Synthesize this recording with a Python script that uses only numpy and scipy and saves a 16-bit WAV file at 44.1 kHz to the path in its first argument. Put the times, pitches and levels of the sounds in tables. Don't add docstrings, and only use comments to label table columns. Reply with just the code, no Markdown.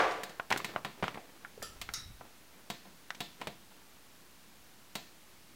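import sys
import numpy as np
from scipy import signal
from scipy.fft import rfft, irfft
from scipy.io import wavfile
from scipy.ndimage import uniform_filter1d

SR = 44100
rng = np.random.default_rng(int(sys.argv[2]) if len(sys.argv) > 2 else 0)


def dump_mix(stems):
    frames = np.atleast_2d(stems).T
    limited = np.clip(frames, -1, 1)
    pcm = np.round(limited * 32767).astype(np.int16)
    wavfile.write(sys.argv[1], SR, pcm)


N = 244975
TIME = np.arange(N) / SR
T = TIME[:2 ** 15]
HZ = np.fft.rfftfreq(len(T), 1 / SR)

# start in seconds, level in dB, extra bass, treble and ring in dB,
# a favoured pitch in Hz, its boost in dB.
CLICKS = [(0.2342, -39.5, -2, 8, -1.5, 1610, 9.5), (0.295, -50.5, 1, -0.5, 2, 7000, 4),
          (0.5037, -35.5, -4, -5, 4.5, 800, -1), (0.522, -32, -4, -8, -7, 2000, 8),
          (0.5749, -38, -2, 10, -1.5, 1700, 7), (0.6454, -35, -4.5, 1, 1, 2100, 5.5),
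          (.848, -36, 0, -8, 3, 1300, 4.5), (1.0256, -35, 5.5, -17, 2, 380, 1),
          (1.038, -40, -3, -12, 8, 1150, -1), (1.144, -46.5, 1, -8, 2, 1900, 6),
          (1.173, -41.5, 6.5, -34, -10, 704, 13.5), (1.8151, -39.5, -9, 4.5, -1, 2600, 2.5),
          (2.21, -46.5, 5.5, -47, -5, 1240, 8), (2.701, -38, 0.5, 1.5, 3.5, 695, 0.5),
          (2.852, -57, 1.5, -13, 8.5, 183, 8.5), (3.148, -49.5, -3, -3, -8, 6000, 8),
          (3.2046, -37.5, 0.5, 3, 4, 3340, 4.5), (3.4142, -39, 0, -10, 0.5, 1060, 2.5),
          (3.4714, -36.3, 4, -4.5, -1.5, 720, 4), (4.9537, -37, 0.5, 4.5, 2.5, 1000, 0.5)]
# frequency in Hz, level in dB.
CLICK_TONE = [(40, -18.5), (90, -6), (150, 4), (210, 4.5), (290, -1.5), (450, -1.5), (700, 1.5),
              (1050, 1.5), (1400, -4), (2200, 1), (3800, -3), (5500, -9.5), (8000, -10.5), (11000, -17),
              (16000, -16.5)]
# frequency in Hz, fade time (seconds to fall by 60 dB).
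RING_FADE = [(150, 0.46), (700, 0.1939), (1800, 0.44), (3800, 0.33), (6000, 0.6), (10000, 0), (16000, 0.74)]
# frequency in Hz, change in dB.
RING_TONE = [(100, -3.5), (250, -4.5), (700, -1.5), (1300, -8.5), (2200, -9.5), (4200, -2.5), (6000, -9.5),
             (9000, -3), (16000, -10)]
# pitch in Hz, relative level in dB, fade time in seconds.
FRAME_NOTES = [(140.6, -13.5, 0.14), (192.6, -4.5, 0.077), (205.9, -12, 0.24), (326.3, -18.5, 0.34),
               (400, -17, 0.17), (464, -12, 0.13), (700.4, -11.5, 0.22), (1012, -10.5, 0.15),
               (1365, -19, 0.22), (1792, -18.5, 0.41), (2150, -21, .3), (2640, -22, .35), (3300, -29, 0.46),
               (3510, -19.5, 0.39), (3850, -14, 0.18), (4210, -20.5, 0.33), (4440, -15.5, 0.14)]

def relays(chatter_s=0.0087, snap=0.72, snap_s=0.0013, bounce_s=0.0041, bounce=0.52, notes_db=-4):
    out = np.zeros(N)
    envelope = np.exp(-T / chatter_s) + snap * np.exp(-T / snap_s)
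    envelope += bounce * (T > bounce_s) * np.exp(-abs(T - bounce_s) / 0.0014)
    swell = 1 - np.exp(-T / 0.001)
    notes = np.array([amp(db) * dying_note(hz, fade_s) for hz, db, fade_s in FRAME_NOTES])
    for s, db, bass_db, treble_db, ring_db, hz, boost_db in CLICKS:
        accent = bass_and_treble(bass_db, treble_db, bass_hz=844, treble_hz=3730)
        accent += boost_db * hump(hz, 0.29 * hz)
        tone = read(CLICK_TONE, HZ) + accent
        crack = tint(burst(envelope, smooth_bins=600), tone)
        ring = dying_noise(RING_FADE) * swell
        ring = tint(ring / np.linalg.norm(ring), tone + read(RING_TONE, HZ))
        shares = rng.choice([-1, 1], len(notes)) * amp(rng.uniform(-3.5, 2.6, len(notes)))
        frame = ring / strength(crack) + amp(notes_db) * tint(shares @ notes, accent)
        add(out, s, amp(db) * (crack / strength(crack) + amp(ring_db) * frame))
    return out

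# pitch in Hz, width in Hz, level in dB,
# fade time in seconds.
FIRST_PING = [(1326, 80, -49, 0.36), (1784, 64, -51, 0.26), (3150, 930, -50, 0.35), (4780, 360, -48, 0.27),
              (5660, 690, -51.5, 0.39), (7200, 120, -51, .26), (7600, 700, -55, 0.38),
              (10550, 810, -51.5, 0.28), (11000, 7000, -51.5, 0.26)]
SECOND_PING = [(1350, 180, -47.5, 0.29), (1950, 480, -50.5, 0.44), (2780, 200, -57, .25),
               (3860, 180, -44.5, 0.44), (4900, 1100, -43.5, 0.3), (5500, 410, -43, 0.36),
               (6000, 220, -44, 0.18), (6540, 360, -44, 0.23), (9100, 4500, -49, 0.31)]
# start in seconds, level of the strike in dB, the part's notes.
PINGS = [(1.6255, -46.5, FIRST_PING), (1.9373, -40.5, SECOND_PING)]

def pings():
    out = np.zeros(N)
    tone = read([(300, -28), (1500, -14), (3000, 6), (6000, 15), (15000, 7)], HZ)
    for s, strike_db, groups in PINGS:
        strike = tint(burst(np.exp(-T / 0.0042), smooth_bins=600), tone)
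        add(out, s, amp(strike_db) * strike / strength(strike))
        for hz, width, db, fade_s in groups:
            notes = irfft(rfft(rng.standard_normal(len(T))) * hump(hz, width))
            decay = amp(-60 * T / fade_s)
            add(out, s, amp(db) * unit(notes * decay) * np.sqrt(np.mean(decay ** 2)))
    return out

# frequency in Hz, relative level in dB.
BANG_TONE = [(30, -34), (80, -19), (180, -15), (260, -15.5), (330, -4), (520, 0), (750, 2), (900, 0),
             (1150, -1.5), (1600, -3.5), (2400, -9.5), (4000, -19), (7000, -30), (15000, -52)]
# frequency in Hz, fade time in seconds.
BANG_FADE = [(100, 0.97), (400, .72), (800, .6), (1600, 0.66), (4000, 0.7), (12000, 1)]
# pitch in Hz, width in Hz, boost in dB.
PANEL_NOTES = [(301, 13, 7), (450, 15, 6.5), (530, 20, 5), (716, 22, 8), (983, 17, 5), (1155, 18, 9.5),
               (1616, 16, 6), (2040, 40, 4)]

def bang(start_db=-27):
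    tone = read(BANG_TONE, HZ) + sum(db * hump(hz, width) for hz, width, db in PANEL_NOTES)
    wash = irfft(amp(tone) * np.exp(2j * np.pi * rng.random(len(HZ))))
    tail = fade(wash, BANG_FADE)
    out = np.zeros(N)
    add(out, 0, amp(start_db) * tail / np.std(tail[:SR // 20]))
    return out

# start in seconds, level in dB, pitch in Hz.
TICKS = [(.003, -31, 1470), (0.02, -42, 2400), (.050, -37, 900), (.072, -53, 1600), (0.111, -51, 4500),
         (0.12, -56, 6000)]

def rattles(decay_s=.005):
    out = np.zeros(N)
    for s, db, hz in TICKS:
        tone = read([(.2, -23), (1, 9), (2, -6), (8, -39)], HZ / hz)
        tick = tint(burst(np.exp(-T / decay_s), smooth_bins=600), tone)
        add(out, s, amp(db) * tick / strength(tick))
    return out

# start in seconds, level in dB, pitch in Hz, extra bass and treble in dB.
KNOCKS = [(0.3974, -33.5, 1220, 3, -9), (0.5133, -28, 1090, 5, -9), (0.5255, -29, 1750, 3, 7),
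          (0.561, -34.5, 1490, 10, -4), (0.601, -40.5, 1180, -10, -3), (0.761, -30.5, 1100, 6.5, -8),
          (1.0275, -41.5, 590, 2, -8), (1.03, -35.5, 1200, -2, -1), (1.0400, -34, 1140, 0, -14),
          (1.0805, -34.5, 1130, 1, 6), (1.156, -48, 1100, 14, -20), (1.448, -43, 1430, -35, -26),
          (1.575, -48.3, 400, 12, -18), (1.6197, -49.5, 1570, -22, -17), (1.624, -43.5, 420, 2, -24),
          (1.890, -40, 1530, 3, -5), (3.1046, -37, 1480, -6, 4.5)]
# multiple of its pitch, relative level in dB.
KNOCK_TONE = [(.04, -31), (.12, -8.5), (.25, -16), (.5, -5.5), (.75, -4), (1, 4), (1.35, -3), (1.8, -10),
              (2.6, -9.5), (3.7, -20), (7, -36.5), (14, -56)]
# pitch in Hz, width in Hz, boost or cut in dB.
SHELL_TONE = [(715, 120, 4.5), (2130, 300, 2.5), (2350, 200, 0.5), (2920, 340, 2), (4030, 230, 1.5),
              (4530, 1100, -4.5), (5700, 440, 4.5)]

def knocks(push_cycles=.9, rattle=0.25, rattle_s=0.0063, echo_db=-14):
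    out = np.zeros(N)
    shell = sum(db * hump(hz, width) for hz, width, db in SHELL_TONE)
    for s, db, hz, bass_db, treble_db in KNOCKS:
        push_s = push_cycles / hz
        push = T / push_s * np.exp(1 - T / push_s)
        hit = burst(push + rattle * np.exp(-T / rattle_s), smooth_bins=560)
        echo = dying_noise([(200, 0.37), (1500, 0.16), (8000, 0.053)])
        tone = read(KNOCK_TONE, HZ / hz) + shell
        tone += bass_and_treble(bass_db, treble_db, bass_hz=546, treble_hz=3300)
        knock = tint(hit + amp(echo_db) * echo / np.linalg.norm(echo), tone)
        add(out, s, amp(db) * knock / strength(knock))
    return out

# start in seconds, pitch in Hz, level in dB, fade time in seconds.
THUMPS = [(1.026, 190, -27.5, 0.052), (1.0266, 100, -36, .09), (1.6, 125, -47, .06), (1.897, 60, -46, .05),
          (1.976, 120, -41, 0.06), (2.058, 72, -40, 0.08), (2.102, 120, -38.5, 0.045)]

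def thumps(rise_s=0.0021):
    out = np.zeros(N)
    for s, hz, db, fade_s in THUMPS:
        add(out, s, amp(db) * dying_note(hz, fade_s) * (1 - np.exp(-T / rise_s)))
    return out

# start and end in seconds, starting level in dB.
SWING = (1.6, 2.2, -59.5)
# frequency in Hz, relative level in dB.
RUMBLE_TONE = [(15, -6), (30, -2.5), (50, -4), (85, -5), (130, -13.5), (220, -22), (500, -42)]

def rumble(growth_db_per_s=7):
    start, end, db = SWING
    growth_db = growth_db_per_s * (np.clip(TIME, start, end) - start)
    return noise(RUMBLE_TONE) * movement(start, end, db + growth_db)

# start and end in seconds, level in dB.
CARRY = (.55, 1.91, -64)
# loudest moment in seconds, level in dB, fade time in seconds.
SLIDES = [(.54, -41, .4), (0.694, -44, .22), (.748, -49, .4), (.98, -57, .2), (1.06, -51.5, 0.94),
          (2.255, -57.5, .3), (2.54, -60.5, 1.1), (2.89, -62, 0.1), (3.18, -60, .2), (3.40, -56, 0.24),
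          (3.71, -63.5, 0.8)]
# frequency in Hz, relative level in dB.
RUB_TONE = [(50, -22), (170, 1), (450, 2), (1200, -5), (2500, -9), (4500, -18.5), (9000, -26.5),
            (16000, -32)]

def rubbing(roughness_db=3, rise_s=0.015):
    grip = amp(roughness_db * unit(uniform_filter1d(rng.standard_normal(N), size=350)))
    power = movement(*CARRY) ** 2
    for s, db, fade_s in SLIDES:
        rise = np.exp(np.minimum(TIME - s, 0) / rise_s)
        fall = amp(db - 60 * np.maximum(TIME - s, 0) / fade_s)
        power += (rise * fall) ** 2
    return unit(noise(RUB_TONE) * grip) * np.sqrt(power)

# frequency in Hz, relative level in dB.
ROOM_TONE = [(20, -15), (35, -14), (60, -6.5), (110, -10.5), (200, -5.5), (270, -7.5), (340, -8),
             (420, -12), (700, -12.5), (1250, -13.5), (2000, -15), (4100, -17), (8000, -21), (15800, -23)]

def room_air(db=-59):
    return amp(db) * noise(ROOM_TONE)

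def movement(start, end, db, rise_s=.02, settle_s=.035):
    return amp(db) * np.exp(np.minimum(TIME - start, 0) / rise_s - np.maximum(TIME - end, 0) / settle_s)

def amp(db):
    return 10 ** (np.asarray(db) / 20)

def unit(x):
    return x / np.sqrt(np.mean(x ** 2) + 1e-20)

def strength(x):
    return np.sqrt(np.sum(x ** 2) / (.012 * SR))

def read(points, hz):
    f, value = np.transpose(points)
    return np.interp(np.log(hz + 1e-6), np.log(f), value)

def add(mix, s, sound):
    part = mix[round(s * SR):][:len(sound)]
    part += sound[:len(part)]

def hump(hz, width):
    return 1 / (1 + ((HZ - hz) / (0.68 * width)) ** 2)

def bass_and_treble(bass_db, treble_db, bass_hz, treble_hz):
    return bass_db / (1 + (HZ / bass_hz) ** 4) + treble_db / (1 + (treble_hz / (HZ + 1)) ** 4)

def tint(x, db):
    cepstrum = irfft(np.log(amp(np.maximum(db, -100))))
    cepstrum[1:len(T) // 2] *= 2
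    cepstrum[len(T) // 2 + 1:] = 0
    return irfft(rfft(x) * np.exp(rfft(cepstrum)))

def noise(tone):
    gains = amp(read(tone, np.fft.rfftfreq(N, 1 / SR)))
    return unit(irfft(rfft(rng.standard_normal(N)) * gains, N))

def burst(envelope, smooth_bins):
    x = rng.standard_normal(len(T)) * envelope
    power = uniform_filter1d(abs(rfft(x)) ** 2, smooth_bins)
    return tint(x, -10 * np.log10(abs(power) + 1e-12))

def fade(x, fade_times):
    hz, t, bands = signal.stft(x, SR, nperseg=256)
    decay = amp(-60 * t / read(fade_times, hz)[:, None])
    return signal.istft(bands * decay, SR, nperseg=256)[1][:len(T)]

def dying_noise(fade_times):
    return fade(rng.standard_normal(len(T)), fade_times)

def dying_note(hz, fade_s):
    return np.sin(2 * np.pi * hz * T) * amp(-60 * T / fade_s)

def scene():
    device = relays() + pings() + bang() + rattles()
    camera = knocks() + thumps() + rumble() + rubbing()
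    return (device + camera + room_air())[None]

def record(dry, offset=.001, top_hz=15900):
    lowpass = signal.firwin(401, top_hz, window=("kaiser", 8), fs=SR)
    return signal.oaconvolve(dry + offset, lowpass[None], "same")

dry = scene()
out = record(dry)
dump_mix(out)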